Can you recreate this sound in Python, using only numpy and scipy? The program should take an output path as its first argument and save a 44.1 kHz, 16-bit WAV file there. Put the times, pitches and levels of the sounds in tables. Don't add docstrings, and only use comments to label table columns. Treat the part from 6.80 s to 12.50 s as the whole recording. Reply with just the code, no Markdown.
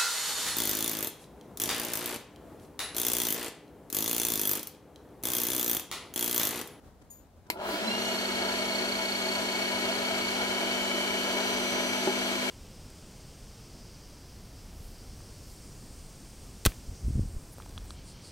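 import sys
import numpy as np
from scipy import signal
from scipy.fft import rfft, irfft
from scipy.io import wavfile

SR = 44100
rng = np.random.default_rng(int(sys.argv[2]) if len(sys.argv) > 2 else 0)


def persist_wave(psi):
    counts = np.round(np.clip(psi, -1, 1) * 32767).astype(np.int16)
    wavfile.write(sys.argv[1], SR, np.atleast_2d(counts).T)


N = 251370
T = np.arange(N) / SR
HZ = np.maximum(np.arange(N // 2 + 1) * SR / N, 1)

PINION_TEETH, WHEEL_TEETH, FAN_BLADES, COMMUTATOR_BARS = 9, 74, 12, 24
MAINS_HZ, MOTOR_START_S = 50, .732

# freq_hz, correlation (clipped to 0-1 in use)
STEREO_LIKENESS = [(60, 1), (130, 0.5), (300, 1.2), (640, 0.64), (1400, 0.49), (4000, 0.5), (8000, -1.5),
                   (15000, -3.3)]
# freq_hz, left_minus_right_db
STEREO_BALANCE = [(60, 2), (300, 0.5), (600, 0), (1200, 1.5), (2200, 1.5), (4200, 0.5), (6500, 4),
                  (8000, 0), (9500, 11), (11500, 3), (13500, 23)]
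# freq_hz, density_db
PORCH_SPECTRUM = [(12, -110), (26, -93), (45, -80.5), (90, -75.5), (150, -85), (230, -82.5), (350, -90),
                  (600, -90), (1200, -99), (2500, -109), (7000, -112), (15000, -116)]
# peak_s, half_width_s, gain_db
SLEEVE_RUBS = [(0.082, 0.0084, -17), (0.221, 0.0069, -1.5), (0.47, .002, -12), (0.67, 0.005, -3)]
# freq_hz, density_db
CLOTH_SPECTRUM = [(60, -98), (230, -70), (500, -90), (1200, -89), (3000, -102), (8500, -100), (11000, -115)]
# start_s, level_db, tilt_db_per_octave
CLINK_HITS = [(0.3005, -46, 0), (0.337, -56, 8), (0.3794, -68, -6)]
# pitch_hz, gain_db, t60_s
METAL_MODES = [(4630, -25, .25), (6794, 0, 0.2), (6865, -11, .2), (8866, -5, 0.25), (13010, -2, 0.25),
               (13240, -10, .27), (14710, -8, .16), (15320, -11, .14)]
# start_s, gain_db
ROCKER_HITS = [(0.7012, 1.5), (0.704, -13.5), (0.7088, -20)]
# freq_hz, density_db
SNAP_SPECTRUM = [(100, -84), (300, -67), (1000, -71), (1600, -75), (2300, -62), (3400, -73), (4400, -66),
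                 (6000, -78), (9500, -74), (12000, -70), (14500, -76), (16000, -82)]
# pitch_hz, level_db, t60_s
ROCKER_MODES = [(323, -39, 0.11), (960, -31.5, .05), (2130, -29, 0.042), (4170, -25.5, 0.021),
                (4700, -45, .04)]
# centre_hz, width_hz, lift_db
HOUSING_RESONANCES = [(371.5, 84, 11), (440, 25, 2.5), (578.7, 14, 8.5), (655.4, 83, 10), (873, 38, 6.5),
                      (981, 23, 13.5), (1394, 256, 9.5), (1697, 96, 7), (2209, 81, 10), (2870, 98, 6.5),
                      (3160, 210, 6.5), (4110, 190, 10), (4450, 170, 4)]
# centre_hz, width_hz, lift_db
PANEL_RESONANCES = [(218, 24, 7), (252, 4, 4), (2160, 90, 3.5), (2246, 86, 8.8), (2800, 115, 16),
                    (2916, 34, 11.5), (2971, 10, 4.5), (2996, 20, 11.3), (4100, 230, 19), (4320, 140, 10),
                    (4440, 98, 11.5), (4950, 260, 5), (5400, 300, 4), (5740, 140, 5), (6023, 36, 10.3),
                    (6530, 230, 9.5), (8360, 240, 12.5), (11500, 160, 9)]
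# freq_hz, density_db
GROWL_SPECTRUM = [(100, -76), (230, -57), (320, -68.5), (600, -65), (900, -61.5), (1400, -69), (2200, -99),
                  (6000, -105)]
# order, level_db, left_minus_right_db
ROTOR_OVERTONES = [(4, -50, -3), (5, -56, 1), (10, -52, 1), (14, -62, -3), (16, -68, 6), (17, -67, -2),
                   (19, -66, 5), (21, -67, 3), (22, -65, 2), (23, -63, -1), (25, -61, 5), (30, -61, 1),
                   (33, -66, 5), (34, -70, 12), (35, -65, 1), (36, -62, 4), (39, -67, 11), (45, -65, 9),
                   (47, -64, 9), (48, -64, 6), (49, -70, 11)]
# freq_hz, density_db
RATTLE_SPECTRUM = [(40, -93), (130, -81), (200, -76.5), (300, -71), (500, -70), (800, -69), (1100, -76),
                   (1800, -75), (3200, -78), (5000, -85), (9000, -100), (15000, -108)]
# freq_hz, density_db
BRUSH_SPECTRUM = [(500, -84.5), (2000, -75.5), (3200, -73), (5000, -78.5), (6500, -80), (8000, -80.5),
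                  (9500, -87.5), (11700, -86), (13500, -91), (14500, -100), (15500, -125)]
# peak_s, half_width_s, centre_hz, width_hz, level_db
RUN_UP_BANDS = [(.95, .065, 315, 50, -41.5), (1.09, .08, 220, 40, -40), (.945, .05, 4450, 900, -45.5),
                (.935, .03, 8150, 600, -55)]
# peak_s, half_width_s, lift_db
MEAT_LUMPS = [(1.64, .06, 2), (3.11, .08, 2), (3.36, .1, 1), (3.63, .07, 2), (4.6, .11, 2.2),
              (4.96, .05, 2.4)]
# start_s, level_db
TRAY_HITS = [(5.2735, -17), (5.2866, -25), (5.2917, -28), (5.3022, -30)]
# pitch_hz, gain_db, t60_s
TRAY_MODES = [(255, -17, .08), (371, 0, 0.055), (578, -5, 0.035), (840, -6, .06), (1420, -14, .02)]


def from_db(db):
    return 10 ** (np.asarray(db) / 20)


def unit_rms(x):
    return x / np.sqrt(np.mean(x ** 2) + 1e-20)


def at_hz(points):
    hz, value = np.transpose(points)
    return np.interp(np.log(HZ), np.log(hz), value)


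def drift(rate_hz):
    return unit_rms(irfft(rfft(rng.standard_normal(N)) / (1 + (HZ / rate_hz) ** 2), N))


def pulse(peak_s, half_width_s):
    return np.exp(-((T - peak_s) / half_width_s) ** 2)


def decay(start_s, t60_s):
    return (T >= start_s) * from_db(-60 * np.clip((T - start_s) / t60_s, 0, 4))


def pan(left_minus_right_db):
    gains = from_db(np.array([[.5], [-.5]]) * left_minus_right_db)
    return gains / np.sqrt(np.mean(gains ** 2, axis=0))


def highpass(x, cutoff_hz, order):
    return signal.sosfilt(signal.butter(order, cutoff_hz, "high", fs=SR, output="sos"), x)


def colour(x, density_db):
    cepstrum = irfft(np.log(from_db(density_db) * np.sqrt(SR / 2)), N)
    causal_fold = 1 + np.sign(N / 2 - np.arange(N)) * (T > 0)
    return irfft(rfft(x) * np.exp(rfft(cepstrum * causal_fold)), N)


def spread(a, b):
    likeness = np.clip(at_hz(STEREO_LIKENESS), 0, 1)
    mid = np.sqrt((1 + likeness) / 2) * rfft(a)
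    side = np.sqrt((1 - likeness) / 2) * rfft(b)
    return irfft(np.array([mid + side, mid - side]) * pan(at_hz(STEREO_BALANCE)), N)


def stereo_noise():
    return spread(*rng.standard_normal((2, N)))


def struck(hits, modes):
    return sum(from_db(hit_db + mode_db) * decay(start_s, t60_s) * np.sin(2 * np.pi * hz * (T - start_s))
               for start_s, hit_db in hits for hz, mode_db, t60_s in modes)


def tone(angle_rad, level_db, flutter_db, flutter_hz, slip_rad, skew_rad=0):
    shared = drift(flutter_hz)
    waver = np.array([shared + drift(flutter_hz) for side in range(2)]) / np.sqrt(2)
    phase_rad = angle_rad + slip_rad * drift(flutter_hz) + skew_rad * np.array([[0], [1]])
    return from_db(level_db) * np.sqrt(2) * unit_rms(from_db(flutter_db * waver)) * np.sin(phase_rad)


def porch_background():
    return colour(stereo_noise() * from_db(1.9 * drift(5.8)), at_hz(PORCH_SPECTRUM))


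def sleeve_rustle():
    envelope = sum(from_db(db) * pulse(peak_s, half_width_s) for peak_s, half_width_s, db in SLEEVE_RUBS)
    return colour(stereo_noise() * envelope, at_hz(CLOTH_SPECTRUM))


def metal_clink(attack_s=.004):
    pivot_hz, first_hit_s = METAL_MODES[1][0], CLINK_HITS[0][0]
    ring = scrape_envelope = 0
    for start_s, hit_db, db_per_octave in CLINK_HITS:
        modes = [(hz, db + db_per_octave * np.log2(hz / pivot_hz), t60_s)
                 for hz, db, t60_s in METAL_MODES]
        ring += struck([(start_s, hit_db)], modes)
        scrape_envelope += from_db(hit_db - 11) * decay(start_s, t60_s=.19)
    attack = 1 - np.exp(-np.maximum(T - first_hit_s, 0) / attack_s)
    waver = 1 + .5 * np.tanh(drift(70))
    scrape = highpass(scrape_envelope * stereo_noise(), 5500, order=3)
    return attack * (ring * waver * pan(6.6) + scrape)


def housing_db():
    return sum(db / (1 + (2 * (HZ - hz) / width_hz) ** 2) for hz, width_hz, db in HOUSING_RESONANCES)


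def panel_db(hz):
    return sum(db * np.exp(-np.log(2) * (2 * (hz - centre_hz) / width_hz) ** 2)
               for centre_hz, width_hz, db in PANEL_RESONANCES)


def ripple_db(depth_db, step_hz):
    grid_hz = np.arange(0, SR / 2, step_hz)
    ripple = np.interp(HZ, grid_hz, rng.standard_normal(len(grid_hz)))
    return depth_db * ripple * np.minimum(HZ / 1500, 1) ** 2


def switch_snap():
    envelope = sum(from_db(db + 6.5) * decay(start_s, .011) + from_db(db - 9.5) * decay(start_s, .14)
                   for start_s, db in ROCKER_HITS)
    snap = colour(stereo_noise() * envelope, at_hz(SNAP_SPECTRUM) + .25 * housing_db())
    return snap + struck(ROCKER_HITS, ROCKER_MODES) * pan(1.5)


def start_growl(rotor_rad):
    mesh_rad = PINION_TEETH * rotor_rad + 2 * drift(200)
    mains_surge = 1 + .12 * np.cos(2 * np.pi * 2 * MAINS_HZ * T)
    turn_surge = unit_rms(from_db(3.6 * np.cos(2 * rotor_rad)))
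    grating = unit_rms((.5 * np.sin(mesh_rad) + stereo_noise()) * from_db(3 * drift(70)))
    force = .2 * grating * mains_surge * turn_surge * pulse(peak_s=.834, half_width_s=.091)
    return colour(force, at_hz(GROWL_SPECTRUM) + 1.43 * housing_db())


def motor_speed_hz(working_hz=246.57, run_up_s=.224, creep_from_s=2.2, creep_hz_per_s=1.59):
    run_up = np.tanh(np.maximum(T - MOTOR_START_S, 0) / run_up_s)
    return working_hz * run_up + creep_hz_per_s * np.maximum(T - creep_from_s, 0)


def motor_tones(rotor_rad, rotor_hz, speed_ratio):
    inrush = pulse(peak_s=1.03, half_width_s=.16)
    hum = tone(2 * np.pi * 4 * MAINS_HZ * T, -44,
               flutter_db=.1, flutter_hz=5.5, slip_rad=.038) * pan(.64)
    unbalance_rad = rotor_rad + .4 * inrush * drift(32)
    unbalance = tone(unbalance_rad, -44 + panel_db(rotor_hz),
                     flutter_db=1.2, flutter_hz=5, slip_rad=.08) * pan(6.6)
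    fan_rad = FAN_BLADES * rotor_rad + .1 * drift(22) + .6 * inrush * drift(45)
    fan = tone(fan_rad, -50.3 + panel_db(FAN_BLADES * rotor_hz),
               flutter_db=.5, flutter_hz=8.6, slip_rad=.12, skew_rad=1.55) * pan(-.7)
    commutator_rad = COMMUTATOR_BARS * rotor_rad + .25 * inrush * drift(40)
    commutator = tone(commutator_rad, -53.8 + panel_db(COMMUTATOR_BARS * rotor_hz) + 2.1 * inrush,
                      flutter_db=-1, flutter_hz=28, slip_rad=.13, skew_rad=.16) * pan(-.6)
    overtones = 0
    for order, base_db, pan_db in ROTOR_OVERTONES:
        inrush_db = 1.4 * inrush * min(order / COMMUTATOR_BARS, 1) ** 2
        level_db = base_db + inrush_db + panel_db(order * rotor_hz)
        overtones += tone(order * rotor_rad + rng.uniform(0, 2 * np.pi), level_db,
                          flutter_db=2.5, flutter_hz=12, slip_rad=.3) * pan(pan_db)
    return (speed_ratio * (hum + fan) + speed_ratio ** 5 * commutator + speed_ratio ** 4 * overtones
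            + np.minimum(speed_ratio / .89, 1) ** 8 * unbalance)


def gear_whine(rotor_rad, wheel_rad, rotor_hz, speed_ratio):
    mesh_rad, mesh_hz = PINION_TEETH * rotor_rad, PINION_TEETH * rotor_hz
    wheel_cos, wheel_sin = np.cos(wheel_rad), np.sin(wheel_rad)
    first = tone(mesh_rad + .53 * wheel_sin, -48.3 + panel_db(mesh_hz),
                 flutter_db=3, flutter_hz=70, slip_rad=.11, skew_rad=.54) * pan(7.9)
    second = tone(2 * mesh_rad + 1.15 * wheel_cos - .4 * wheel_sin, -51.3 + panel_db(2 * mesh_hz),
                  flutter_db=2.2, flutter_hz=26, slip_rad=.2) * pan(-6.5)
    third = tone(3 * mesh_rad - 1.3 * wheel_sin, -56.5 + panel_db(3 * mesh_hz),
                 flutter_db=2, flutter_hz=25, slip_rad=.15) * pan(14)
    first *= unit_rms(from_db(3.2 * wheel_cos))
    second *= unit_rms(from_db(7.5 * wheel_cos + 3.5 * np.cos(2 * wheel_rad)))
    third *= unit_rms(from_db(8 * wheel_cos))
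    return speed_ratio ** 2 * (first + second + third)


def gear_rattle(rotor_rad, wheel_rad, speed_ratio, rub_share=.3):
    contacts = np.diff(np.floor(PINION_TEETH * rotor_rad / (2 * np.pi)), prepend=0) > 0
    force = contacts * from_db(drift(200) + .36 * np.cos(wheel_rad))
    taps = spread(*[unit_rms(force * rng.standard_normal(N)) for side in range(2)])
    excitation = np.sqrt(1 - rub_share) * taps + np.sqrt(rub_share) * stereo_noise()
    gain = np.minimum(speed_ratio / .53, 1) ** 1.5 * from_db(-1)
    return gain * colour(excitation, at_hz(RATTLE_SPECTRUM) + housing_db() + ripple_db(3.6, step_hz=28))


def auger_load(turn_s=.468, dip_s=1.73, depth_db=.15):
    turn_db = -depth_db * np.cos(2 * np.pi * (T - dip_s) / turn_s)
    lumps_db = sum(db * pulse(peak_s, half_width_s) for peak_s, half_width_s, db in MEAT_LUMPS)
    return from_db(turn_db + lumps_db)


def brush_hiss(rotor_rad, wheel_rad, speed_ratio, growth_db_per_s=.33):
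    pressure_db = .71 * np.cos(rotor_rad) + .69 * np.cos(2 * rotor_rad)
    pressure_db += .13 * np.cos(wheel_rad) + .5 * drift(30)
    scrape = stereo_noise() * unit_rms(from_db(pressure_db))
    gain = speed_ratio ** 1.8 * from_db(-.4 + growth_db_per_s * (T - MOTOR_START_S))
    return gain * colour(scrape, at_hz(BRUSH_SPECTRUM) + .5 * housing_db() + ripple_db(2.7, step_hz=35))


def start_sparks(rotor_rad):
    arcs = unit_rms(from_db(8.3 * np.cos(COMMUTATOR_BARS * rotor_rad))) * stereo_noise()
    return from_db(-42.5) * highpass(arcs, 6500, order=2) * pulse(peak_s=.92, half_width_s=.076)


def shudder_and_fizz():
    bursts = 0
    for peak_s, half_width_s, hz, width_hz, db in RUN_UP_BANDS:
        band = signal.butter(2, [hz - width_hz / 2, hz + width_hz / 2], "band", fs=SR, output="sos")
        band_noise = unit_rms(signal.sosfilt(band, rng.standard_normal(N)))
        bursts += from_db(db) * band_noise * pulse(peak_s, half_width_s)
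    return bursts


def tray_bump():
    return highpass(struck(TRAY_HITS, TRAY_MODES), 210, order=3) * pan(.8)


def scene(right_delay_s=8 / SR):
    rotor_hz = motor_speed_hz()
    speed_ratio = rotor_hz / rotor_hz.max()
    rotor_rad = 2 * np.pi * np.cumsum(rotor_hz * (1 + .0004 * drift(8))) / SR
    wheel_rad = rotor_rad * PINION_TEETH / WHEEL_TEETH - .6
    grinder = motor_tones(rotor_rad, rotor_hz, speed_ratio)
    grinder += gear_whine(rotor_rad, wheel_rad, rotor_hz, speed_ratio)
    grinder += switch_snap() + start_growl(rotor_rad) + start_sparks(rotor_rad)
    grinder += auger_load() * gear_rattle(rotor_rad, wheel_rad, speed_ratio)
    grinder += brush_hiss(rotor_rad, wheel_rad, speed_ratio) + shudder_and_fizz()
    left, right = grinder + tray_bump() + metal_clink() + sleeve_rustle()
    right = np.interp(T - right_delay_s, T, right)
    return np.array([left, right]) + porch_background()


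def record(dry, cutoff_hz=15700):
    return signal.sosfilt(signal.ellip(10, .1, 80, cutoff_hz, fs=SR, output="sos"), dry)


dry = scene()
out = record(dry)
persist_wave(out)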